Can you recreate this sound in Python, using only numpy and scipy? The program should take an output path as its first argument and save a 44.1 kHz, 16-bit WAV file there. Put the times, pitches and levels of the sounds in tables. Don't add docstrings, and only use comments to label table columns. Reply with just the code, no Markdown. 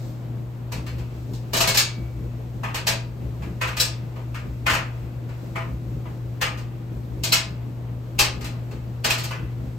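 import sys
import numpy as np
from scipy import signal
from scipy.fft import rfft, irfft, next_fast_len
from scipy.io import wavfile
from scipy.ndimage import map_coordinates

SR = 44100
rng = np.random.default_rng(int(sys.argv[2]) if len(sys.argv) > 2 else 0)


def persist_wave(psi):
    counts = np.round(np.clip(psi, -1, 1) * 32767).astype(np.int16)
    wavfile.write(sys.argv[1], SR, np.atleast_2d(counts).T)


N = 431298


# t/s, level/dB, hardness/dB (more clack), weight/dB (more thud)
BLOWS = [(0.7198, -29.5, -7.5, -6.5), (0.8644, -33, -11.5, -13), (0.9822, -41.5, -9.5, -2),
         (1.3342, -47.5, 2, -1), (1.5336, -18, -5.5, -6), (1.5674, -21.5, -0.5, -8),
         (1.6047, -14.5, -4, -5.5), (1.6742, -17.5, -2, -6), (1.7444, -18.5, -4, -12.5),
         (1.7723, -15, 1, -16.5), (2.6342, -21.5, -22, -9), (2.7446, -21.5, -9, -11),
         (2.8693, -15.5, -4, -8.5), (3.4214, -34.5, -18, -7), (3.6128, -15.5, -17.5, -15),
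         (3.6734, -24, -15, -15), (3.7683, -22, -7.5, -14), (3.7992, -19, 2, -12), (4.1589, -41, -17, 1.5),
         (4.3446, -28, -18, -14.5), (4.6643, -10, -19.5, -16), (4.6971, -15, -13, -11.5),
         (4.7343, -15.5, -15, -14), (5.2894, -41, -16.5, -6), (5.5565, -21.5, -24.5, -9),
         (6.0544, -39.5, -29, -2), (6.4136, -13.5, -13.5, -15.5), (6.5744, -37, -10, -8),
         (7.2361, -22, -1, -11), (7.3226, -11, -4, -18.5), (8.1897, -9.5, -5.5, -13),
         (8.4094, -34.5, -9, -10), (8.4435, -31, -7, -10), (8.7106, -40, -11, -7), (9.044, -15, -7, -9),
         (9.1014, -15, -8, -19), (9.1814, -29, -4, -9), (9.2364, -29.5, -3.5, -11),
         (9.3077, -24.5, -18, -11)]

def blows(flight_s=.042, rebound_db=-16.5):
    for s, db, hardness_db, weight_db in BLOWS:
        yield s, db, hardness_db, weight_db
        flight = flight_s * np.exp(.15 * rng.standard_normal())
        yield s + flight, db + rebound_db - .21 * hardness_db, hardness_db, weight_db


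# f/Hz, level/dB
THUD_TONE = [(150, -0.5), (300, -6.5), (500, -1), (660, -0.5), (740, -3.5), (950, 3.5), (1200, -9),
             (1800, -51.5)]
KNOCK_TONE = [(600, -35.5), (1050, -3), (1550, 0.5), (2100, 0), (2600, 2.5), (3050, -2.5), (5000, -39),
              (15000, -33)]
CLACK_TONE = [(1200, -62), (2400, -29.5), (3300, -4.5), (4200, 2), (5300, 0), (6000, -2), (8500, -4),
              (12000, -7), (15500, -8)]

def clatter(graze_db=-17, lead_s=.0015):
    t = np.arange(SR // 2) / SR
    track = np.zeros((2, N))
    for s, db, hardness_db, weight_db in blows():
        ring = steel_drum(t) + echo(t)
        hollow = brightened(KNOCK_TONE, hardness_db + 13)
        thud = amp(db + weight_db - 4) * strike(ring, THUD_TONE, .0021, chatter(.035, -8))
        knock = amp(db - 9.5) * strike(ring, hollow, .0029, chatter(.025, -7))
        clack = amp(db + hardness_db - 1.5) * strike(ring, CLACK_TONE, .0027, chatter(.02, -7.5))
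        add(track, s - lead_s, thud + knock + clack)
        add(track, s - lead_s - .006, amp(graze_db) * (knock + clack / 2))
    return track


# f/Hz, level/dB, time to fade by 60 dB/s
DRUM_NOTES = [(510, 1.5, 0.39), (660.5, 5, 0.4), (823, 4, 0.22), (1228, 2, 0.51), (1430, -21.5, .27),
              (1720, -1, 0.35), (2134, -2.5, 0.074), (2520, -20.5, 0.23), (2680, -18, 0.26),
              (3260, -4, 0.23), (3682, -21.5, .2), (3970, -6.5, 0.15), (4260, -3.5, .27), (4630, -5, 0.39),
              (4800, -17, 0.2), (5150, -17, .25), (5930, -12, .2), (6700, 2.5, 0.24), (7456, -7.5, .18),
              (8100, -5, 0.2)]

def steel_drum(t, db=-24, scatter_db=3):
    hz, level_db, fade_s = np.transpose(DRUM_NOTES)[:, :, None]
    notes = amp(level_db - 60 * t / fade_s) * np.exp(2j * np.pi * hz * t)
    strengths = amp(db + rng.normal(0, scatter_db, len(hz)))
    phases = np.exp(2j * np.pi * rng.random((2, len(hz))))
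    return spread(((strengths * phases) @ notes).real)


# f/Hz, time to fade by 60 dB/s
ECHO_FADE = [(200, 0.54), (700, 0.43), (2000, 0.33), (4000, 0.3), (8000, 0.23), (14000, 0.12)]

def echo(t):
    noise = spread(rng.standard_normal((2, len(t))))
    hz, age, bands = signal.stft(noise, SR, nperseg=256)
    fade = amp(-60 * age / along(ECHO_FADE, hz)[:, None])
    return signal.istft(bands * fade, SR, nperseg=256)[1][:, :len(t)]


def strike(ring, tone, attack_s, bounces):
    t = np.arange(ring.shape[1]) / SR
    sound = filtered(ring, lambda hz: amp(along(tone, hz))) * (1 - np.exp(-t / attack_s))
    sound = signal.fftconvolve(sound, bounces[None], axes=1)[:, :len(t)]
    return sound / np.std(sound[:, :SR // 30])


def chatter(length_s, bounce_db, count=7):
    when = rng.random(count)
    sizes = amp(bounce_db - 7 * when + rng.normal(0, 1.5, count)) * rng.choice([-1, 1], count)
    delays = (when * length_s * SR).astype(int)
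    return np.bincount(np.r_[0, delays], np.r_[1, sizes])


def brightened(tone, hardness_db, slope=.48, pivot_hz=1700):
    hz, db = np.transpose(tone)
    octaves = np.clip(np.log2(hz / pivot_hz), -1, 1)
    return np.c_[hz, db + slope * np.clip(hardness_db, -10, 10) * octaves]


# t/s, f/Hz, level/dB, time to fade by 60 dB/s
ITEM_RINGS = [(1.676, 2205, -24.5, 0.34), (1.774, 2272, -36, 0.81), (3.612, 2520, -31, 0.42),
              (3.799, 3989, -17, 0.2), (7.318, 3989, -18.5, 0.18), (7.32, 4289, -17, 0.15),
              (9.103, 2520, -15, 0.12)]

def ringing_items(beat_hz=11, attack_s=.0029):
    track, t = np.zeros((2, N)), np.arange(SR) / SR
    for s, hz, db, fade_s in ITEM_RINGS:
        note = np.sin(2 * np.pi * hz * t)
        partner = .3 * np.sin(2 * np.pi * ((hz + beat_hz) * t + rng.random((2, 1))))
        loudness = amp(db - 60 * t / fade_s) * (1 - np.exp(-t / attack_s))
        add(track, s, loudness * (note + partner))
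    return track


def settling(db=-58, rest_db=-12, settle_s=.2, count=220):
    kicks = np.bincount([round(s * SR) for s, *_ in BLOWS],
                        [amp(.25 * blow_db) for _, blow_db, *_ in BLOWS], N)
    stirred = signal.lfilter([1], [1, -np.exp(-1 / (settle_s * SR))], kicks)
    movement = unit(amp(rest_db) + stirred)
    nudges = np.bincount(rng.integers(N, size=count), np.ones(count), N)
    touch = strike(echo(np.arange(SR // 2) / SR), KNOCK_TONE, .008, chatter(.044, -3.5))
    return amp(db) * movement * unit(signal.fftconvolve(nudges[None], touch, axes=1)[:, :N])


# f/Hz, level/dB
SWISH_TONE = [(1500, -25), (4000, 4), (6500, 0), (8800, -1.5), (10000, -34), (11500, -3), (16000, -5.5)]
# t/s, level/dB
SWISH_LEVEL = [(0.06, -54), (0.25, -64.0), (0.56, -66.5), (1.27, -57.5), (2.1, -61), (2.48, -62.5),
               (3.12, -64.0), (3.3, -60.5), (5.02, -60.5), (5.2, -65), (5.44, -57.0), (5.8, -61.5),
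               (6.3, -62.5), (6.72, -67), (7.1, -62.0), (7.95, -67), (8.06, -63.5), (9.6, -61.5)]

def sliding(db=-1, flutter_db=.8):
    level_db = np.interp(np.arange(N) / SR, *np.transpose(SWISH_LEVEL))
    return amp(db + level_db + flutter_db * wobble(12)) * rush(SWISH_TONE)


# t/s into each turn, boom level/dB, rumble level/dB
ROLLER_BUMPS = [(0.056, -40, -40), (.72, -46, -37), (0.758, -34.5, -43.5), (.91, -36.5, -40),
                (.945, -53, -44.5), (0.982, -36, -40.5)]
# f/Hz, level/dB
PANEL_NOTES = [(56, -4.5), (66, -1)]
# f/Hz, level/dB
BOOM_TONE = [(15, -26), (30, -13), (42, 8.5), (55, 11), (65, 21.5), (80, 5.5), (105, 13.5), (150, -33)]
RUMBLE_TONE = [(80, -52), (135, 2), (165, 1.5), (210, -4), (330, -6), (400, -12), (600, -18.5), (1000, -40),
               (2500, -48)]

def rollers(turn_s=1.236, boom_db=-41, rumble_db=-42, boom_rise_s=.0415, rumble_rise_s=.032):
    t = np.arange(SR // 2) / SR
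    swell = lambda rise: (t / rise * np.exp(1 - t / rise)) ** 2
    boom, surge = np.zeros((2, 1, N))
    for turn in np.arange(0, N / SR, turn_s):
        for s, bump_db, surge_db in ROLLER_BUMPS:
            panels = sum(amp(db + rng.normal(0, 2.4)) * np.sin(2 * np.pi * hz * (t - boom_rise_s))
                         for hz, db in PANEL_NOTES)
            add(boom, turn + s, amp(bump_db) * swell(boom_rise_s) * unit(panels))
            add(surge, turn + s, amp(surge_db + rng.normal(0, .47)) * swell(rumble_rise_s))
    rumble = np.hypot(amp(rumble_db + 1.9 * wobble(16)), surge) * rush(RUMBLE_TONE)
    return boom + amp(boom_db) * rush(BOOM_TONE) + rumble


# f/Hz, level/dB
HUM_NOTES = [(117, -47.5), (120.04, -32), (240.08, -52.5), (333, -54)]

def motor(waver_db=.68):
    t = np.arange(N) / SR
    hum = sum(amp(db) * np.sqrt(2) * np.sin(2 * np.pi * (hz * t + rng.random())) for hz, db in HUM_NOTES)
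    return hum * amp(waver_db * wobble(6.4))


# f/Hz, level/dB
AIR_TONE = [(100, -2.5), (500, 8), (1000, 0.5), (1500, -6), (2600, -11), (4000, -16.5), (6500, -31),
            (10000, -67), (16000, -61)]

def blower(db=-48):
    return amp(db + .14 * wobble(3.3) + .87 * wobble(13)) * rush(AIR_TONE)


# f/Hz, likeness (1 = the same)
EAR_LIKENESS = [(60, 0.78), (125, .97), (250, 0.8), (500, 0.55), (1000, 0.093), (2500, 0.33), (5000, 0.16),
                (7500, 0.56), (9500, 1)]

def spread(pair):
    angle = lambda hz: np.arccos(np.clip(along(EAR_LIKENESS, hz), -1, 1)) / 2
    mid, side = filtered(pair, lambda hz: np.array([np.cos(angle(hz)), np.sin(angle(hz))]))
    return np.array([mid + side, mid - side])


def rush(tone):
    noise = rng.standard_normal((2, N))
    return unit(spread(filtered(noise, lambda hz: amp(along(tone, hz)))))


def amp(db):
    return 10 ** (np.asarray(db) / 20)


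def unit(x):
    return x / np.sqrt(np.mean(x ** 2) + 1e-20)


def along(points, hz):
    f, v = np.transpose(points)
    return np.interp(np.log(hz + 1), np.log(f + 1), v)


def wobble(rate):
    return map_coordinates(rng.standard_normal(int(N * rate / SR) + 4), [np.arange(N) * rate / SR])


def filtered(x, response):
    n = x.shape[-1]
    padded = next_fast_len(n + 4096)
    return irfft(rfft(x, padded) * response(np.fft.rfftfreq(padded, 1 / SR)), padded)[..., :n]


def add(track, s, sound):
    part = track[:, max(round(s * SR), 0):][:, :sound.shape[-1]]
    part += sound[..., :part.shape[-1]]


def scene():
    return clatter() + ringing_items() + settling() + sliding() + rollers() + motor() + blower()


# f/Hz, level/dB
LEFT_BOOST = [(30, 0), (60, 2.2), (1000, 2.1), (2200, 1.1), (4500, 2.8), (7500, 0)]

def record(dry, ceiling=.92, drift_hz=6700, lag_s=.000151, top_hz=15850):
    sides = np.array([[1], [-1]])
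    balance = lambda hz: amp(sides * along(LEFT_BOOST, hz) / 2)
    phase = lambda hz: sides * np.pi * lag_s * np.maximum(hz - drift_hz, 0)
    heard = filtered(dry, lambda hz: balance(hz) * np.exp(-1j * phase(hz)))
    rounded = heard / (1 + np.abs(heard / ceiling) ** 8) ** (1 / 8)
    return filtered(rounded, lambda hz: hz < top_hz)


dry = scene()
out = record(dry)
persist_wave(out)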